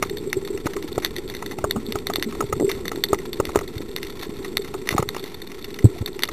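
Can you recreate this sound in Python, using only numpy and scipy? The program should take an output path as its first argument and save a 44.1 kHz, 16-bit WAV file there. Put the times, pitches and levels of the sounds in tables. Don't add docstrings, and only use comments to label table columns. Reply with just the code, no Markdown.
import sys
import numpy as np
from scipy import signal
from scipy.fft import rfft, irfft, next_fast_len
from scipy.io import wavfile
from scipy.ndimage import uniform_filter1d

SR = 44100
rng = np.random.default_rng(int(sys.argv[2]) if len(sys.argv) > 2 else 0)


def magnitude_from_level(level_db):
    exponent = np.asarray(level_db, float) / 20
    return 10 ** exponent


def wrap_up_sound(samples):
    columns = np.atleast_2d(samples).T
    tamed = np.clip(columns, -1, 1)
    steps = np.round(tamed * 32767).astype(np.int16)
    wavfile.write(sys.argv[1], SR, steps)


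N = 278712

# [t/s, level/dB, nearer the door/dB, sharpness/dB, cavity depth/dB]
KNOCKS = [(0.0249, -16, 4.5, 4.5, -1), (.7648, -28, 2, 5, -5), (0.9782, -18.5, -7, -30, 4.5),
          (1.641, -16.5, 1.5, -19, 1), (1.7608, -23, -0.5, -21, 2), (1.955, -20.5, -2, -7.5, 5.5),
          (2.0984, -20, -4.5, -4, -1), (2.405, -17, 0.5, -6.5, 1.5), (2.4223, -28, -9, -10, 7.5),
          (2.5252, -18, 2.5, -4, 2), (2.5979, -33.5, -4, 7, 18.5), (3.1299, -12.5, 0, -14, 5),
          (3.399, -14, -0.5, -11, 4), (3.5568, -12, -3.5, -4.5, 5.5), (3.5712, -28, 5, 4, 9),
          (3.5881, -25.5, -3, 7, 1), (4.9635, -28.5, -5, 5, 0), (4.9913, -24.5, -7, -23, 10),
          (5.0002, -27, 0, 4, 7.5), (5.0248, -19, -1, -9, 1.5), (5.1638, -25, -3, 1, -2)]


def rms_one(x):
    return x / np.sqrt(np.mean(x ** 2) + 1e-20)


def in_time(rows):
    s, *columns = np.transpose(rows)
    return [np.interp(np.arange(N) / SR, s, c) for c in columns]


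def drift(rate_hz):
    r = np.exp(-2 * np.pi * rate_hz * 40 / SR)
    chance = rng.standard_normal(N // 40 + 2002)
    slow = signal.lfilter([1], [1, -2 * r, r * r], chance)[2000:]
    return np.interp(np.arange(N) / 40, np.arange(len(slow)), rms_one(slow))


def ring(x, hz, t60):
    r = magnitude_from_level(-60 / (t60 * SR))
    w = 2 * np.pi * hz / SR
    return signal.lfilter([0, np.sin(w)], [1, -2 * r * np.cos(w), r * r], x + 1e-18)


def bandpass(x, order, low_hz, high_hz):
    return signal.sosfilt(signal.butter(order, [low_hz, high_hz], "band", fs=SR, output="sos"), x)


def peak_one(bursts):
    return bursts / np.abs(bursts).max(axis=1, keepdims=True)


def colour(x, spectrum):
    hz, level_db = np.transpose(spectrum)
    size = next_fast_len(N)
    log_hz = np.log(np.arange(size // 2 + 1) * SR / size + 1)
    gain = magnitude_from_level(np.interp(log_hz, np.log(hz), level_db, left=-90, right=-90))
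    return rms_one(irfft(rfft(x, size) * gain, size)[:N])


def grains(per_s, spread_db):
    sizes = magnitude_from_level(spread_db * np.minimum(rng.exponential(1, N), 4)) * rng.choice([-1, 1], N)
    return rms_one(sizes * (rng.random(N) < per_s / SR))


def place(seconds, shapes):
    out = np.zeros(N + shapes.shape[1])
    for s, shape in zip(seconds, shapes):
        start = round(s * SR)
        out[start:start + len(shape)] += shape
    return out[:N]


def pulses(rows, rise_cycles, glide, polarity):
    s, peak_db, hz, t60 = np.transpose(rows)[:, :, None]
    t = np.arange(9000) / SR
    rise = 1 - np.exp(-(t * hz / rise_cycles) ** 2)
    swell = rise * magnitude_from_level(-60 * t / np.maximum(t60, .005))
    wave = polarity * np.sin(2 * np.pi * hz * t * (1 + glide * t / t60)) * swell
    return place(s[:, 0], wave * magnitude_from_level(peak_db) / swell.max(axis=1, keepdims=True))


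def surge(level_db):
    # [f/Hz, level per Hz/dB]
    spectrum = [(12, -39), (20, -9.5), (30, -9), (49, -12), (102, -12), (170, -30.5), (220, -19),
                (370, -120)]
    return magnitude_from_level(level_db + 2.5 * drift(9)) * colour(rng.standard_normal(N), spectrum)


def rustle(level_db):
    # [f/Hz, level per Hz/dB]
    spectrum = [(290, -54), (500, -24), (555, -2), (644, -7), (786, -2), (880, -3), (1110, -3),
                (1210, -13.5), (1320, -2), (1550, -14), (1960, -5), (2460, -10), (3140, -14.5), (3630, -4),
                (4000, -7.5), (5200, -38), (8800, -120)]
    smear = np.exp(-1 / (0.0069 * SR))
    envelope = signal.lfilter([1], [1, -smear], np.abs(grains(90, spread_db=2.1)))
    far = envelope * magnitude_from_level(3.0 * drift(2.3)) * rng.standard_normal(N)
    thin = signal.sosfilt(signal.butter(1, 1600, "high", fs=SR, output="sos"), far)
    hiss = magnitude_from_level(2.4 * drift(41)) * rng.standard_normal(N)
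    return magnitude_from_level(level_db) * colour(1.83 * rms_one(thin) + hiss, spectrum)


def hum(level_db):
    # [f/Hz, level per Hz/dB]
    spectrum = [(82, -28), (140, -9.5), (309, -6), (377, -2), (425, 2.5), (543, -14.5), (650, -23),
                (840, -71), (1430, -120)]
    push = (grains(900, spread_db=3.0) + 0.61 * rng.standard_normal(N)) * magnitude_from_level(1.16 * drift(40))
    cavity = rms_one(ring(push, hz=408, t60=.06))
    return magnitude_from_level(level_db) * rms_one(colour(push, spectrum) + 0.46 * cavity)


def bubbles():
    # [t/s, peak level/dB, f/Hz, t60/s]
    leaving = [
        (1.526, -36, 750, 0.05),
        (5.958, -35, 625, 0.037),
    ]
    return pulses(leaving, rise_cycles=3.4, glide=0.25, polarity=0.98)


def rings():
    # [t/s, peak level/dB]
    passing = [(.1105, -16), (0.2756, -18), (0.37, -12.5), (0.5059, -17.5), (0.5497, -18), (.764, -17),
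               (.923, -25), (1.26, -23.5), (1.5104, -26), (1.6726, -23), (2.142, -23), (2.2728, -19.5),
               (2.6327, -13), (2.6476, -9), (2.6802, -11.5), (2.696, -21.5), (2.7201, -23), (3.1058, -17.5),
               (3.9124, -29), (3.9389, -26), (4.5964, -18), (4.7507, -19), (4.908, -27), (5.105, -24),
               (6.1651, -24)]
    lead_s, pitch_hz, spread, t60_s = 0.00514, 392, 0.026, .05
    rows = [(s - lead_s, db, pitch_hz * (1 + spread * rng.uniform(-1.14, 1)), t60_s) for s, db in passing]
    return pulses(rows, rise_cycles=2.15, glide=.02, polarity=-0.79)


def sudden(rows):
    return pulses(rows, rise_cycles=0.27, glide=0.037, polarity=-1.324)


def gulps():
    # [t/s, peak level/dB, f/Hz]
    swallowed = [(0.6584, -14, 310), (0.844, -20, 296), (1.758, -15, 295), (1.7725, -21, 252),
                 (1.7843, -30, 280), (1.8855, -34, 262), (2.183, -20, 340), (2.44, -23, 373),
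                 (2.6091, -11, 340), (2.619, -13, 363), (2.626, -11.5, 350), (2.9489, -22, 317),
                 (2.9747, -21, 325), (3.4509, -24, 346), (3.5323, -24, 357), (3.805, -22.5, 328),
                 (4.2918, -23, 246), (4.9222, -25, 340), (4.9474, -15, 314), (5.2397, -23, 358),
                 (6.0246, -22, 336)]
    decay_cycles = 7.6
    return sudden([(s, db, hz, decay_cycles / hz) for s, db, hz in swallowed])


def panel_booms():
    # [t/s, peak level/dB, f/Hz, t60/s]
    booms = [
        (1.762, -20, 221.5, 0.13),
        (1.885, -23, 227, 0.1),
        (2.261, -23.5, 223, 0.19),
    ]
    return sudden(booms)


def cavity_knocks():
    delay_s, pitch_hz, t60_s = 0.00025, 394, 0.03
    return sudden([(s + delay_s, db + depth, pitch_hz, t60_s) for s, db, _, _, depth in KNOCKS])


def bumps():
    # [t/s, peak level/dB, f/Hz]
    flexes = [(.0231, -27.5, 161), (0.3694, -27, 121), (0.6563, -23, 107), (0.975, -23.5, 97),
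              (1.5844, -26.5, 122), (1.6394, -23, 84), (1.762, -23.5, 99), (1.9532, -26, 109),
              (2.4387, -22.5, 126), (2.533, -20.5, 90), (2.5634, -24, 104), (2.637, -23, 122),
              (3.1271, -22.5, 92), (3.3968, -21.5, 96), (3.5685, -20.5, 82), (3.7623, -21.5, 101),
              (4.9226, -21.5, 126), (4.9485, -17, 116), (4.9936, -13.5, 131), (5.0255, -24, 101),
              (5.0734, -27, 106)]
    t60_s = 0.032
    return pulses([(*row, t60_s) for row in flexes], rise_cycles=0.4, glide=0.0083, polarity=-1.18)


def contact(s, wall_db, door_db, port_db, latch_db, reach):
    return (s, *np.add((wall_db, door_db, port_db, latch_db, 0), reach))


def body_contacts():
    # [t/s, level/dB, nearer the door/dB, sharpness/dB]
    taps = [(.0339, -24.5, 4, -2), (.6666, -18, 3, -1.5), (1.423, -24.5, -1.5, -3.5),
            (1.585, -26.5, -7, -1), (2.3233, -32.5, 5, 1), (2.3495, -31.5, 0, 1),
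            (2.9153, -23.5, 3.5, -0.5), (3.1434, -30, -4, 9.5), (3.4899, -25.5, 1, -11),
            (3.5477, -28, 7, -7), (3.6089, -26, -1, -7), (4.7398, -25, 1, -2.5), (4.7451, -36, -7, -5),
            (4.9257, -27.5, 11, 3), (4.9374, -26, -3, -6), (4.9793, -11.5, 2.5, -5.5),
            (5.1458, -28.5, 1, 4), (6.287, -25, 5.5, 5)]
    # wall dB, door dB, port dB, latch dB, slip ms
    knock_reach, tap_reach = (-0.7, 1.35, -4, -18.5, 2.7), (-0.7, 0.2, -2.6, -13, 2.63)
    found = []
    for rows, reach in ((KNOCKS, knock_reach), (taps, tap_reach)):
        for s, db, door, sharp, *_ in rows:
            found.append(contact(s, db - door / 2, db + door / 2, db + sharp, db + sharp, reach))
    return found


def front_contacts():
    # [t/s, level/dB, nearer the latch/dB, depth/dB]
    snaps = [(0.3292, -12, -14, -0.5), (0.4751, -28, -4, 8.5), (1.0473, -14, 1, 2), (1.709, -18, 2, 1),
             (1.9224, -21, -3, 2), (2.0689, -21, 0.5, 6.5), (2.1358, -24, 1.5, 5),
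             (2.1578, -17.5, 1.5, 7.5), (2.2253, -12, -7.5, -3), (2.715, -18.5, -4.5, -6),
             (2.88, -20, -2, 0), (3.038, -12.5, 1, -0.5), (3.3305, -26, 1.5, 1), (3.4527, -21, -6, -1),
             (3.9624, -20.5, 0.5, 2.5), (4.0296, -22, -6.5, -2), (4.57, -13, 0, 2.5),
             (4.8896, -10, -12, -4), (5.089, -20.5, 0, 4.5), (6.06, -27.5, 7, 2), (6.192, -22.5, -13, 5),
             (6.2224, -24, -1, -7), (6.234, -11.5, 1, 2.5)]
    # [t/s, level/dB]
    faint_ticks = [(.0958, -29), (.1694, -28.5), (.449, -33), (.8248, -29), (1.1627, -24.5),
                   (1.1823, -29.5), (1.2984, -28.5), (1.3478, -27), (1.366, -33), (1.4604, -27.5),
                   (1.986, -30.5), (2.1947, -30), (2.9576, -30.5), (3.6765, -32.5), (3.7782, -30),
                   (4.0687, -33.5), (4.212, -33), (4.2311, -31), (4.591, -44), (4.619, -35.5),
                   (5.2387, -28.5), (5.259, -35), (5.343, -33), (5.417, -31), (5.472, -35), (5.6428, -29.5),
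                   (5.704, -38), (5.7414, -31)]
    # [t/s, level/dB]
    latch_ticks = [(.1833, -28), (.2992, -31.5), (.9278, -28), (1.278, -30), (1.697, -41), (1.8647, -26.5),
                   (2.2422, -29), (3.086, -25.5), (3.914, -35), (4.0482, -36), (4.103, -29.5), (4.368, -35),
                   (4.48, -34), (5.1952, -28.5), (5.625, -31.5), (5.966, -39), (6.13, -35), (6.276, -29)]
    # [t/s, level/dB]
    port_ticks = [(.5745, -30), (.7337, -28), (1.338, -32), (2.563, -46), (2.666, -38), (3.187, -30),
                  (3.47, -34), (3.517, -39), (3.982, -31), (5.5162, -31), (5.788, -27.5), (5.984, -39)]
    # wall dB, door dB, port dB, latch dB, slip ms
    snap_reach, faint_reach = (-15, -12.5, 2.3, 1.57, 0.22), (-13, -18.5, 0.1, -1, 2.4)
    latch_reach, port_reach = (-47, -44, -15, -2.7, 0), (-12, -8, 2.1, -11, 2.7)
    found = [contact(s, db + depth, db + depth, db, db + latch, snap_reach) for s, db, latch, depth in snaps]
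    for rows, reach in ((faint_ticks, faint_reach), (latch_ticks, latch_reach), (port_ticks, port_reach)):
        found += [contact(s, db, db, db, db, reach) for s, db in rows]
    return found


def creaks():
    # [t/s, level/dB, slip length/ms]
    slips = [(0.6552, -30.5, 12), (1.0205, -30, 39), (1.51, -29, 10.5), (2.6917, -23, 19),
             (2.748, -35.5, 12), (2.854, -25, 1.2), (4.4448, -28, 8), (4.645, -32.5, 9.3),
             (4.8714, -25, 5.1), (4.9046, -22.5, 15), (6.074, -29, 5.2)]
    return [contact(s, db, db, db, db, (-8, -5, 0, -7.5, ms)) for s, db, ms in slips]


def shell_part(burst, modes):
    part = sum(magnitude_from_level(mode_db) * ring(burst, hz, t60) for hz, mode_db, t60 in modes)
    return peak_one(bandpass(part, 1, modes[0][0], 1.07 * modes[-1][0]))


def slap(slip, low_hz, high_hz, level_db):
    return peak_one(bandpass(slip, 2, low_hz, high_hz)) * magnitude_from_level(level_db)[:, None]


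def ticks():
    # [f/Hz, level/dB, t60/s]
    wall = [(600, -2.5, 0.012), (873, 7, 0.01)]
    # [f/Hz, level/dB, t60/s]
    door = [(1113, 0, 0.016), (1265, 0, 0.015)]
    # [f/Hz, level/dB, t60/s]
    port = [(2005, 7.5, 0.0081), (2370, -3.5, 0.003), (2764, -2, 0.0066)]
    # [f/Hz, level/dB, t60/s]
    latch = [(3612, -3, 0.0097), (3860, -26, 0.0066)]
    rise_s, creep_s, creep_db = 0.00029, 0.0042, -13.5
    s, *part_db, slip_ms = np.transpose(body_contacts() + front_contacts() + creaks())
    wall_db, door_db, port_db, _ = part_db
    t = np.arange(2600) / SR
    noise, grit, ragged = rng.standard_normal((3, len(s), len(t)))
    fade = np.exp(-1000 * t / np.maximum(slip_ms, .1)[:, None])
    slip = noise * (1 - np.exp(-t / rise_s)) * fade
    stick_slip = magnitude_from_level(96 * uniform_filter1d(ragged, size=90, axis=1))
    creep = grit * stick_slip * t * np.exp(-t / creep_s)
    shapes = slap(slip, 620, 2300, np.maximum(wall_db, door_db) - 9.5)
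    shapes = shapes + slap(slip, 2210, 3530, port_db - 13)
    for modes, level_db, trim_db in zip((wall, door, port, latch), part_db, (2.27, 0.4, 2.6, 5.57)):
        part = shell_part(slip, modes) + magnitude_from_level(creep_db) * shell_part(creep, modes)
        shapes = shapes + part * magnitude_from_level(level_db + trim_db)[:, None]
    return place(s, shapes)


def thuds():
    # [t/s, peak level/dB, f/Hz, t60/s]
    case_swing = [
        (5.8408, 3.5, 110, 0.053),
        (6.0055, -16, 100, 0.047),
    ]
    # [t/s, peak level/dB, f/Hz, t60/s]
    air_rap = [
        (5.8428, 0.5, 278, 0.021),
        (5.8475, -5, 203, 0.051),
        (6.0095, -20.5, 224, 0.035),
    ]
    swing = pulses(case_swing, rise_cycles=1.5, glide=.001, polarity=0.79)
    return swing + pulses(air_rap, rise_cycles=0.55, glide=0.0079, polarity=0.71)


def scene():
    # [t/s, level/dB]
    flow = [
        (0.0, -32.5),
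        (1.34, -34),
        (2.67, -32),
        (4.1, -35),
        (5.0, -35.5),
        (5.51, -38),
        (5.97, -35.5),
        (6.32, -37.5),
    ]
    hum_db, = in_time(flow)
    swing = hum_db - hum_db.mean()
    water = surge(-44.5 + 1.2 * swing) + rustle(-45 + 0.3 * swing) + hum(hum_db)
    air = bubbles() + rings() + gulps() + panel_booms() + cavity_knocks()
    blows = bumps() + ticks() + thuds()
    return (water + air + blows)[None]


def low_pass(x):
    return signal.sosfilt(signal.butter(12, 16470, fs=SR, output="sos"), x)


def record(dry):
    sample_rate_hz, bottom, top, offset = 8000, -.94, .86, .011
    step_noise_db, top_cut_hz = -37, 15550
    slow = np.clip(signal.resample_poly(dry[0], 80, 441), bottom, top)
    slope = uniform_filter1d(np.abs(np.gradient(slow)), size=9)
    slow = slow + magnitude_from_level(step_noise_db) * slope * rng.standard_normal(len(slow))
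    held = slow[np.arange(N) * sample_rate_hz // SR]
    cut = signal.sosfilt(signal.cheby2(14, 40, top_cut_hz, fs=SR, output="sos"), held)
    return low_pass((cut + offset)[None])


dry = scene()
out = record(dry)
wrap_up_sound(out)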